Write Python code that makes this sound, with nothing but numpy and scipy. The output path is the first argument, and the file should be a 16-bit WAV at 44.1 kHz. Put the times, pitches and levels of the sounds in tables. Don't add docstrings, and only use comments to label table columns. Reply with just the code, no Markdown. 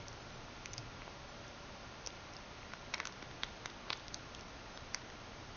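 import sys
import numpy as np
from scipy import signal
from scipy.fft import rfft, irfft, next_fast_len
from scipy.io import wavfile
from scipy.ndimage import uniform_filter1d

SR = 44100
rng = np.random.default_rng(int(sys.argv[2]) if len(sys.argv) > 2 else 0)


def pcm_store(signal):
    levels = np.round(np.clip(np.atleast_2d(signal), -1, 1) * 32767)
    wavfile.write(sys.argv[1], SR, levels.astype(np.int16).T)


def gain_from_db(level_db):
    decades = np.asarray(level_db, float) / 20
    return 10 ** decades


N = 245195

SHELL_HZ, LINK_HZ = 3637, 4720
CONTACT_SWELL_S = .00042


def contact_modes(s, knock_hz, knock_db, shell_db, bead_hz, bead_db):
    link_db = (shell_db + bead_db) / 2 - 5.5
    rim_hz = (knock_hz + SHELL_HZ) / 2
    rim_db = (knock_db + shell_db) / 2 - 13
    return [(s, knock_hz, knock_db), (s, SHELL_HZ, shell_db), (s, bead_hz, bead_db),
            (s, LINK_HZ, link_db), (s, rim_hz, rim_db)]


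def with_swell(modes):
    return [(s, hz, db, CONTACT_SWELL_S * (4000 / hz) ** 0.15) for s, hz, db in modes]


# (time [s], knock frequency [Hz], knock level [dB], shell level [dB], bead level [dB])
BITE_EVENTS = [(1.02, 2050, -43, -57, -62), (2.736, 2320, -40.5, -47, -47),
               (2.9395, 2250, -28.5, -41.5, -45.5), (2.9428, 2180, -29.5, -30, -36.5),
               (2.9482, 2380, -44, -56, -57), (2.9517, 2260, -42, -53, -57), (2.981, 2260, -42, -53, -50),
               (3.0011, 1912, -35, -42, -39.5), (3.0543, 2830, -39, -44, -43), (3.227, 2120, -45, -48, -50),
               (3.4346, 1920, -34.5, -28, -41), (3.6585, 1950, -34.5, -39, -40),
               (3.6597, 2100, -47.5, -40.5, -48), (3.9036, 2630, -32, -31.5, -45),
               (3.907, 2160, -43, -43.5, -52), (3.9316, 2070, -35, -35.5, -38),
               (4.7751, 1580, -43, -43.5, -50), (5.1012, 2040, -44.5, -54, -52),
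               (2.947, 1900, -47, -54, -55), (3.2244, 2230, -45, -60, -59), (3.4388, 1930, -49, -55, -54),
               (3.6991, 1730, -46, -56, -61), (0.3064, 1550, -52.5, -52, -59),
               (3.3126, 1650, -46, -49.5, -63)]


def bites():
    modes = []
    for s, knock_hz, knock_db, shell_db, bead_db in BITE_EVENTS:
        modes += contact_modes(s, knock_hz, knock_db, shell_db, 5500, bead_db)
        modes.append((s, .6 * knock_hz, knock_db - 7))
    return with_swell(modes)


# (time [s], knock level [dB], shell level [dB], bead frequency [Hz], bead level [dB])
CLINK_EVENTS = [(0.0832, -63, -58, 5800, -39.5), (0.6584, -37, -45.5, 6000, -37.5),
                (0.734, -60, -52, 6150, -36.5), (0.7388, -49, -50, 6100, -41.5),
                (0.7804, -46.5, -49.5, 5120, -37.5), (0.7835, -53, -52, 5230, -46),
                (2.0635, -52, -48, 5630, -36), (2.0728, -50, -48, 5800, -32.5),
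                (2.1047, -57, -47.5, 4680, -55), (2.367, -67, -56, 4984, -42),
                (3.0723, -39, -42.5, 6040, -35), (3.1244, -59, -51, 5450, -52),
                (3.702, -60, -49, 5650, -55), (3.8991, -58, -52, 5310, -52),
                (3.9289, -46.5, -33.5, 4700, -35), (3.9972, -51, -46, 4850, -54),
                (4.0822, -57, -49, 5500, -42.5), (4.1442, -59, -52, 5360, -36.5),
                (4.349, -52, -49, 5840, -43.5), (4.394, -52, -56, 5830, -52), (4.41, -64, -56, 5500, -46.5),
                (4.9465, -53, -44.5, 5910, -29.5)]


def clinks():
    modes = []
    for s, knock_db, shell_db, bead_hz, bead_db in CLINK_EVENTS:
        modes += contact_modes(s, 2300, knock_db, shell_db, bead_hz, bead_db)
    return with_swell(modes)


# (time [s], frequency [Hz], level [dB])
TICK_EVENTS = [(0.129, 5660, -49.5), (0.3602, 680, -47), (0.4833, 890, -44), (0.6715, 2330, -52),
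               (0.7898, 5140, -50), (1.079, 724, -38.5), (1.2936, 814, -46), (1.4808, 5755, -51),
               (1.9254, 900, -47), (2.3365, 5630, -48), (2.6308, 2210, -45.5), (2.7205, 1924, -46),
               (2.7384, 1250, -44), (2.9566, 1570, -44), (2.9858, 4970, -52), (3.0071, 1054, -44),
               (3.013, 1610, -45), (3.0327, 1690, -49), (3.0946, 2150, -52), (3.097, 770, -49),
               (3.4446, 5830, -49), (3.8687, 1050, -44.5), (3.8816, 1260, -44), (3.9142, 1200, -49),
               (3.926, 5210, -51), (3.939, 5410, -53), (3.9736, 6140, -48), (4.004, 830, -52),
               (4.4839, 5850, -50.5)]


def ticks():
    return with_swell(TICK_EVENTS)


# (time [s], frequency [Hz], level [dB],
# swell [ms])
THUD_AND_RING_EVENTS = [(.0826, 4800, -49.5, .4), (.815, 700, -48, .55), (.7807, 6300, -42, .35),
                        (0.7807, 4600, -40, 0.39), (.7808, 2700, -46, .45), (2.0735, 850, -39, 0.49),
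                        (2.0729, 1500, -45, 0.43), (2.0729, 2800, -44, 0.45), (2.736, 1200, -37.5, 0.45),
                        (2.9393, 1300, -32.5, 0.62), (3.0017, 1850, -30, 0.71), (3.0014, 1200, -37, 0.86),
                        (3.0166, 1800, -43, .6), (3.0543, 6440, -42, .4), (3.0547, 1400, -36, 0.8),
                        (3.0724, 1700, -39.5, .5), (3.227, 250, -43, 2.2), (3.227, 850, -45, 0.59),
                        (3.4345, 2400, -36, 0.33), (3.4347, 1300, -38, 0.46), (3.4347, 650, -38, 0.53),
                        (3.6586, 850, -37.5, 0.51), (3.6586, 6500, -41.5, 0.27), (3.9039, 690, -36.5, 0.53),
                        (3.9037, 1060, -32, 0.6), (3.9037, 2000, -37, .45), (3.9037, 4850, -37, 0.37),
                        (3.9071, 690, -38, 0.68), (3.929, 1300, -37, .5), (3.9316, 4600, -38, .35),
                        (2.9426, 6600, -41, .3), (2.9394, 6300, -45, 0.32), (4.144, 4550, -36.5, 0.37),
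                        (4.1441, 6200, -34.5, .35), (4.1442, 1700, -44.5, 0.68), (4.9462, 1050, -42, 0.54),
                        (4.9461, 1950, -30.5, 0.5), (4.9464, 4950, -34, .4),
                        (4.349, 3000, -41, .35), (4.3496, 5300, -46, .35), (2.9812, 800, -43, .55),
                (3.002, 2750, -39, .4), (3.0015, 4900, -45, .35), (3.0731, 1600, -40, .6),
                (2.9433, 5500, -35, .45), (3.6593, 4900, -41, 0.34), (4.0822, 4600, -47, .4),
                (3.9046, 1400, -34, .5), (3.929, 2100, -43, .5), (.7807, 5900, -42, .4),
                (2.074, 1200, -43, .5), (4.1444, 6000, -38, .4), (2.9399, 1050, -38, .55),
                (2.9432, 3300, -34, .45), (5.1017, 2050, -46, .6), (4.4839, 6000, -51, .5),
                (3.0019, 3900, -45, .4)]


def thuds_and_rings():
    return [(s, hz, db, max(ms, .1) / 1000) for s, hz, db, ms in THUD_AND_RING_EVENTS]


def ping(t, hz, peak_s, turn):
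    envelope = (t / peak_s) ** 2 * np.exp(-2 * t / peak_s)
    y = envelope * np.sin(2 * np.pi * (hz * t + turn))
    return y * np.sqrt(SR / 1000) / np.linalg.norm(y)


def chain():
    length = 1024
    out = np.zeros(N + length)
    t = np.arange(length) / SR
    modes = clinks() + bites() + ticks() + thuds_and_rings()
    for s, hz, db, swell_s in modes:
        delay, turn = rng.random(2)
        start = int((s - 1.3 * CONTACT_SWELL_S + .0002 * delay) * SR)
        out[start:start + length] += gain_from_db(db) * ping(t, hz, swell_s, turn)
    return out[:N]


def reflections(x):
    near_t60_s, near_db = .013, -18
    far_t60_s, far_db = 0.35, -20
    t = np.arange(SR // 2) / SR
    sparse = rng.standard_normal(len(t)) * (rng.random(len(t)) < .25) * (t > .0008)
    near = uniform_filter1d(sparse, size=3) * gain_from_db(-60 * t / near_t60_s)
    diffuse = uniform_filter1d(rng.standard_normal(len(t)), size=5)
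    far = diffuse * gain_from_db(-60 * t / far_t60_s) * (t > .006)
    echo = gain_from_db(near_db) * near / np.linalg.norm(near) + gain_from_db(far_db) * far / np.linalg.norm(far)
    return signal.fftconvolve(x, echo)[:N]


def smear(x):
    t = np.arange(-1024, 1025) / SR
    haze = rng.standard_normal(len(t)) * np.exp(-(t / 0.012) ** 2)
    return gain_from_db(-15) * signal.fftconvolve(x, haze / np.linalg.norm(haze), mode="same")


def unit(x):
    return x / np.sqrt(np.mean(x ** 2))


def shaped(gain):
    size = next_fast_len(N)
    hz = np.fft.rfftfreq(size, 1 / SR) + 1e-3
    return unit(irfft(rfft(rng.standard_normal(size)) * gain(hz), size)[:N])


# (frequency [Hz], level [dB rms])
WHINE_TONES = [(1394.5, -67.5), (1440, -77)]


def motor_whine():
    t = np.arange(N) / SR
    flutter = 0.25 * shaped(lambda f: 1 / (1 + (f / 1.1) ** 2))
    return sum(gain_from_db(db) * np.sqrt(2) * np.sin(2 * np.pi * hz * t + flutter) for hz, db in WHINE_TONES)


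# (time [s], frequency [Hz], level [dB rms])
DRONE_TRACK = [(0, 581.4, -63), (.5, 568, -72), (1.1, 570, -69), (1.601, 577.7, -63.5), (1.95, 567, -73.5),
               (2.401, 575, -73.5), (2.9, 581, -76.5), (3.299, 574, -88.5), (5.56, 593, -87)]


def appliance_drone():
    t = np.arange(N) / SR
    at, track_hz, track_db = np.transpose(DRONE_TRACK)
    phase = 2 * np.pi * np.cumsum(np.interp(t, at, track_hz)) / SR
    return gain_from_db(np.interp(t, at, track_db)) * np.sqrt(2) * np.sin(phase)


# (time [s], peak level [dB])
RUMBLE_SWELLS = [(0.01, -52.5), (0.39, -56), (0.81, -52.5), (1.4, -60), (3.36, -59), (4.17, -59),
                 (4.69, -64)]


def room_rumble():
    t = np.arange(N) / SR
    centre_hz, width_hz = 117, 28
    floor_db, slope_db_per_s = -68.5, 62
    swells = [np.maximum(db - slope_db_per_s * abs(t - s), floor_db) for s, db in RUMBLE_SWELLS]
    rumble = shaped(lambda f: 1 / (1 + (2 * (f - centre_hz) / width_hz) ** 2))
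    return gain_from_db(np.max(swells, axis=0)) * rumble


# (frequency [Hz], density [dB per Hz])
HISS_SPECTRUM = [(12, -28), (20, -0.5), (74, -3), (109, -4.5), (177, -7), (236, -6.5), (454, -10),
                 (564, -8.5), (1140, -10.5), (1420, -13.5), (1890, -14.5), (2140, -15), (6500, -22),
                 (8450, -55), (14300, -120)]


def microphone_hiss():
    hz, db = np.transpose(HISS_SPECTRUM[:-2])
    top_hz = 6640
    return gain_from_db(-51.5) * shaped(
        lambda f: gain_from_db(np.interp(np.log(f), np.log(hz), db)) / (1 + (f / top_hz) ** 130))


# (time [s], low frequency [Hz], high frequency
# [Hz])
FLECK_EVENTS = [(.225, 4200, 6400), (.345, 6300, 6900), (.715, 5200, 6900), (.97, 4300, 5200),
                (1.295, 5200, 6400), (1.435, 4200, 5200), (1.83, 4200, 5200), (4.755, 5200, 6400)]


def flecks():
    t = np.arange(N) / SR
    out = np.zeros(N)
    for s, low_hz, high_hz in FLECK_EVENTS:
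        patch = np.cos(np.pi * np.clip((t - s) / 0.031, -.5, .5))
        out += patch * shaped(lambda f: (f > low_hz) * (f < high_hz))
    return gain_from_db(-67.5) * out


def scene():
    taps = chain()
    background = motor_whine() + appliance_drone() + room_rumble() + microphone_hiss()
    mono = taps + reflections(taps) + smear(taps) + background
    side = flecks()
    return np.array([mono + side, mono - side])


def band_limit(x):
    return signal.sosfilt(signal.butter(12, 7700, fs=SR, output="sos"), x)


def record(dry):
    lowpass = signal.butter(20, 6820, fs=SR, output="sos")
    cut = signal.sosfiltfilt(lowpass, dry)
    return band_limit(cut)


dry = scene()
out = record(dry)
pcm_store(out)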